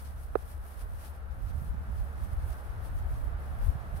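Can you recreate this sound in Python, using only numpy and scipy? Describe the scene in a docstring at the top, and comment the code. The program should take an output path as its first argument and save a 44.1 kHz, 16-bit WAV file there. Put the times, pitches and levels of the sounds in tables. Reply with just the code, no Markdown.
"""Beside shrubs at the edge of a field, in a light evening wind.
Far tyres roar and slowly swell over a low engine hum, while a fine, dry rustle comes and goes.
Early on, a finger knocks once on a hand-held camera, next to its right microphone opening.
The main sound is the wind: gusts and small swirls of air push on both openings, rumbling and thumping."""
import sys
import numpy as np
from scipy import signal
from scipy.fft import rfft, irfft, next_fast_len
from scipy.io import wavfile
from scipy.ndimage import map_coordinates

SR = 44100
rng = np.random.default_rng(int(sys.argv[2]) if len(sys.argv) > 2 else 0)


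def log_audio(samples):
    """Write samples as a 16-bit WAV file to the path given in sys.argv[1]."""
    # one column per channel
    frames = np.atleast_2d(samples).T
    # limit to full scale, then quantise
    limited = np.clip(frames, -1, 1)
    pcm = np.round(limited * 32767).astype(np.int16)
    wavfile.write(sys.argv[1], SR, pcm)


N = 176400

# Levels are relative within each table; balance_db is left minus right.
# Tones of the engine, lowest first: pitch_hz, level_db
ENGINE_TONES = [(70.5, -44.5), (141, -70.5), (211.5, -69)]
# Swell of the traffic: time_s, level_db
TRAFFIC_SWELL = [(0.0, -60), (0.2, -60.5), (0.9, -59), (1.49, -58.5), (2.08, -57), (2.68, -55.5),
                 (3.16, -55.5), (4.0, -54)]
# Tone colour of the tyres: pitch_hz, level_db
TYRE_COLOUR = [(60, -9.5), (200, -6.5), (330, -6.5), (480, -2.5), (620, 0.5), (800, 0), (1000, -3.5),
               (1350, -1.5), (1700, -6.5), (2200, -15.5), (3200, -23), (5000, -30), (7000, -37.5),
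               (16000, -34)]
# How alike the road sounds on both sides: pitch_hz, likeness (0 to 1)
ROAD_LIKENESS = [(100, 0.9), (400, 1), (750, 0.31), (1300, 0.38), (2200, 0.25), (4400, 0.23), (8000, 0)]
# Rise and fall of the rustle: time_s, level_db
RUSTLE_SWELL = [(0.0, -58.0), (0.15, -66.5), (0.24, -60.5), (0.3, -71.0), (0.39, -62.5), (0.47, -63.5),
                (0.5, -57.5), (0.6, -68.5), (0.68, -59.5), (0.76, -62.5), (0.81, -57.0), (0.86, -66.0),
                (0.98, -63.5), (1.0, -59.0), (1.08, -57.5), (1.12, -66.0), (1.16, -66.0), (1.22, -75.5),
                (1.5, -64.0), (1.52, -70.5), (1.59, -62.5), (1.68, -63.5), (1.77, -75.5), (1.84, -69.5),
                (1.91, -71.0), (1.95, -64.0), (2.16, -68.0), (2.25, -60.5), (2.26, -65.5), (2.34, -63.5),
                (2.36, -70.0), (2.5, -58.5), (2.6, -64.5), (2.8, -70.5), (2.85, -59.0), (2.93, -68.0),
                (2.99, -61.5), (3.02, -68.0), (3.12, -63.5), (3.25, -65.0), (3.36, -75.5), (3.4, -67.0),
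                (3.62, -65.5), (3.65, -57.5), (3.76, -69.0), (3.94, -69.0), (3.97, -58.0), (4.0, -64.0)]
# Tone colour of the rustle: pitch_hz, level_db
RUSTLE_COLOUR = [(1200, 3), (2500, -1.5), (4000, -3.5), (5500, -3.5), (7100, -7.5), (8100, -3), (9100, 2),
                 (10300, 1.5), (11800, 3), (14000, -3), (15700, -4.5)]
# The rustle's treble leans left: pitch_hz, balance_db
RUSTLE_BALANCE = [(3000, 0), (6000, 2), (9000, 4), (11500, 2), (15000, 10)]
# Small dry ticks: start_s, level_db
DRY_TICKS = [(1.161, -52), (1.493, -50), (2.332, -40), (2.856, -46), (2.982, -47), (3.587, -48),
             (3.642, -54), (3.968, -52)]
# Tones of the camera's casing: pitch_hz, level_db, fade_s (to fall 60 dB), rise_s
CASING_TONES = [(427, 2.5, 0.017, 0.0027), (740, -11.5, 0.018, .0017), (1250, -3, 0.0074, 0.0017),
                (1710, -22.5, 0.013, 0.0016), (2520, -39, 0.015, 0.00026), (3950, -43.5, 0.01, 0.00038)]
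# Gusts on the microphone: time_s, level_db, balance_db
GUSTS = [(0.0, -44, -4), (0.61, -39, 8), (0.7, -50, -7), (0.95, -34.5, -2), (0.99, -46.5, 3),
         (1.34, -41, 22), (1.42, -32.5, -23), (1.65, -33.5, -13), (1.71, -40, 2), (1.8, -30.5, -4),
         (1.86, -50, 6), (1.9, -34, -7), (2.02, -31, -7.0), (2.11, -41.5, -4), (2.37, -32.5, -6),
         (2.44, -28.5, -14), (2.64, -46, -13), (2.67, -38.5, 9), (2.9, -34, 10), (3.0, -32.0, -10),
         (3.08, -33.5, 3), (3.31, -32, -10), (3.44, -40.5, 2), (3.58, -35, -10), (3.65, -25, 14),
         (3.69, -27, 17), (3.74, -40, -13), (3.9, -41, 1.5), (3.95, -28.5, -13), (4.0, -43.5, -6)]
# Tone colour of the gusts: pitch_hz, level_db
GUST_COLOUR = [(15, -17.5), (25, -12.5), (40, -1.5), (65, -2.5), (85, -7.5), (110, -16), (150, -33.5),
               (250, -41), (500, -93)]
# Finer swirls that strong gusts break into: time_s, level_db, balance_db
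SWIRLS = [(0.45, -58, -3), (1.21, -62.5, 0), (1.31, -60.5, 11.5), (1.5, -45.5, -13.5), (2.2, -52, -5.0),
          (2.24, -47, -11), (2.72, -62.5, 1), (2.79, -49.5, -9), (2.94, -48, -6), (3.06, -53.5, -9),
          (3.14, -45.5, -16.5), (3.27, -52, -5.5), (3.97, -49, -13), (3.99, -47, -5.5)]
# Tone colour of the swirls: pitch_hz, level_db
SWIRL_COLOUR = [(50, -35), (85, -6.5), (110, -1.5), (150, -10), (220, -19.5), (320, -25.5), (700, -58)]
# Single swirls hitting the microphone: middle_s, level_db, balance_db, pitch_hz
AIR_PUFFS = [(1.445, -26, -8, 63.6), (1.621, -31, -21, 125), (1.704, -25.5, 17, 48.3),
             (1.746, -32, -24, 160), (1.8, -26.5, -10, 69), (1.899, -34, -18, 150), (1.935, -24, -12, 63.5),
             (2.021, -25.5, -6, 60.3), (2.38, -25, 1, 54.5), (3.064, -24, 11, 60), (3.759, -26.5, -20, 111),
             (3.947, -28, -25, 120)]


def amp(db):
    """Turn decibels into a number to multiply by."""
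    return 10 ** (np.asarray(db) / 20)


def unit(x):
    """Scale a sound to an average power of 1."""
    return x / np.sqrt(np.mean(x ** 2) + 1e-20)


def along(points, hz):
    """Read between the rows of a table by pitch, on a log scale."""
    pitches, values = np.transpose(points)
    return np.interp(np.log(hz + 1), np.log(pitches + 1), values)


def curves(rows):
    """Give each column after the time one value per sample."""
    times, *columns = np.transpose(rows)
    return [np.interp(np.arange(N) / SR, times, column) for column in columns]


def wobble(per_s):
    """A smooth curve through per_s random points a second."""
    points = rng.standard_normal(int(N * per_s / SR) + 4)
    return map_coordinates(points, [np.arange(N) * per_s / SR])


def filtered(x, response):
    """Multiply each frequency in a sound by response(hz)."""
    size = next_fast_len(N + SR // 2)
    return irfft(rfft(x, size) * response(np.fft.rfftfreq(size, 1 / SR)), size)[..., :N]


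def panned(balance_db):
    """Left and right gains that keep the total power the same."""
    gains = amp(np.array([balance_db, -balance_db]) / 2)
    return gains / np.sqrt(np.mean(gains ** 2, axis=0))


def noise(colour):
    """Separate left and right noises with the given tone colour."""
    return unit(filtered(rng.standard_normal((2, N)), lambda hz: amp(along(colour, hz))))


def engine(drift_hz=0.866, waver_db=3):
    """A far engine hums a few low tones that waver on their way through the air."""
    drift_s = np.cumsum(drift_hz * wobble(4.195)) / SR / ENGINE_TONES[0][0]
    t = np.arange(N) / SR + drift_s
    return sum(np.sqrt(2) * amp(db + waver_db * wobble(4.48)) * np.sin(2 * np.pi * hz * t)
               for hz, db in ENGINE_TONES)


def traffic(gain_db=4.5, left_delay_s=0.00028):
    """Tyres roar on a far road to the right, so the sound reaches the left side later."""
    def shares(hz):
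        angle = np.arccos(np.clip(along(ROAD_LIKENESS, hz), -1, 1)) / 2
        return np.array([np.cos(angle), np.sin(angle)])

    level_db, = curves(TRAFFIC_SWELL)
    shared, spread = filtered(noise(TYRE_COLOUR), shares)
    left = filtered(shared + spread, lambda hz: np.exp(-2j * np.pi * hz * left_delay_s))
    roar = unit(np.array([left, shared - spread]))
    return roar * amp(gain_db + level_db + 0.42 * wobble(12))


def ticks(rustle_db, crackles_per_s=25, crackle_db=8, fade_s=0.004, pitch_hz=9500, width_hz=4400):
    """Tiny bursts of high noise make a faint random crackle and a few sharper ticks."""
    snaps = (rng.random(N) < crackles_per_s / SR) * amp(rustle_db + crackle_db)
    for start_s, db in DRY_TICKS:
        snaps[round(start_s * SR)] += amp(db)
    fade = amp(-60 * np.arange(SR // 20) / SR / fade_s)
    bursts = noise(RUSTLE_COLOUR) * signal.fftconvolve(snaps, fade)[:N]
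    return filtered(bursts, lambda hz: np.exp(-((hz - pitch_hz) / width_hz) ** 2))


def rustle(gain_db=2.43, contrast=1.043, grain_db=1.5, dull_below_hz=7540, wander_db=2.44):
    """Fine, grainy rubbing swells and sinks, dotted with dry ticks."""
    swell_db, = curves(RUSTLE_SWELL)
    level_db = gain_db + swell_db.mean() + contrast * (swell_db - swell_db.mean())
    grains = unit(noise(RUSTLE_COLOUR) * amp(grain_db * wobble(400)))
    rub = grains * amp(level_db + 0.26 * wobble(35))
    dull = filtered(rub, lambda hz: 1 / (1 + (hz / dull_below_hz) ** 8))
    rub = rub - dull + dull * amp(wander_db * wobble(34))  # the duller part wanders on its own
    return filtered(rub + ticks(level_db), lambda hz: panned(along(RUSTLE_BALANCE, hz)))


def knock(start_s=0.3535, gain_db=1.5, left_db=-37, low_cut_hz=315):
    """A soft fingertip makes the casing ring briefly, almost only on the right."""
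    t = np.maximum(np.arange(N) / SR - start_s, 0)
    ring = np.zeros(N)
    for hz, db, fade_s, rise_s in CASING_TONES:
        rise = 1 - np.exp(-(t / rise_s) ** 2)
        ring += amp(db - 60 * t / fade_s) * rise * np.sin(2 * np.pi * hz * t)
    low_cut = signal.butter(2, low_cut_hz, "highpass", fs=SR, output="sos")
    ring = signal.sosfilt(low_cut, ring)
    return amp(gain_db) * np.array([amp(left_db) * ring, ring])


def rough_air(rows, colour, flutter_db, per_s):
    """Moving air pushes unevenly, and differently on each microphone opening."""
    level_db, balance_db = curves(rows)
    air = noise(colour)
    flutter = amp(flutter_db * np.array([wobble(per_s), wobble(per_s)]))
    return unit(air * flutter) * amp(level_db) * panned(balance_db)


def puffs(fade_cycles=0.67):
    """Each swirl that breaks gives one short swing of pressure: the deeper, the longer."""
    thumps = np.zeros((2, N))
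    for middle_s, db, balance_db, hz in AIR_PUFFS:
        cycles = (np.arange(N) / SR - middle_s) * hz
        swell = amp(db) * np.exp(-(cycles / fade_cycles) ** 2)
        swing = np.sin(2 * np.pi * cycles + rng.uniform(0, 2 * np.pi))
        thumps += panned(balance_db)[:, None] * swell * swing
    return thumps


def wind(gust_gain_db=0.4, swirl_gain_db=3):
    """Gusts rumble on the microphone while finer swirls flutter above them."""
    gusts = rough_air(GUSTS, GUST_COLOUR, flutter_db=0.4, per_s=15)
    swirls = rough_air(SWIRLS, SWIRL_COLOUR, flutter_db=2, per_s=22)
    return amp(gust_gain_db) * gusts + amp(swirl_gain_db) * swirls


def scene():
    """Add up all the sounds, left and right."""
    return wind() + puffs() + engine() + traffic() + rustle() + knock()


def record(dry):
    """The camera cuts off the very highest treble."""
    return filtered(dry, lambda hz: hz < 15780)


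dry = scene()
out = record(dry)
log_audio(out)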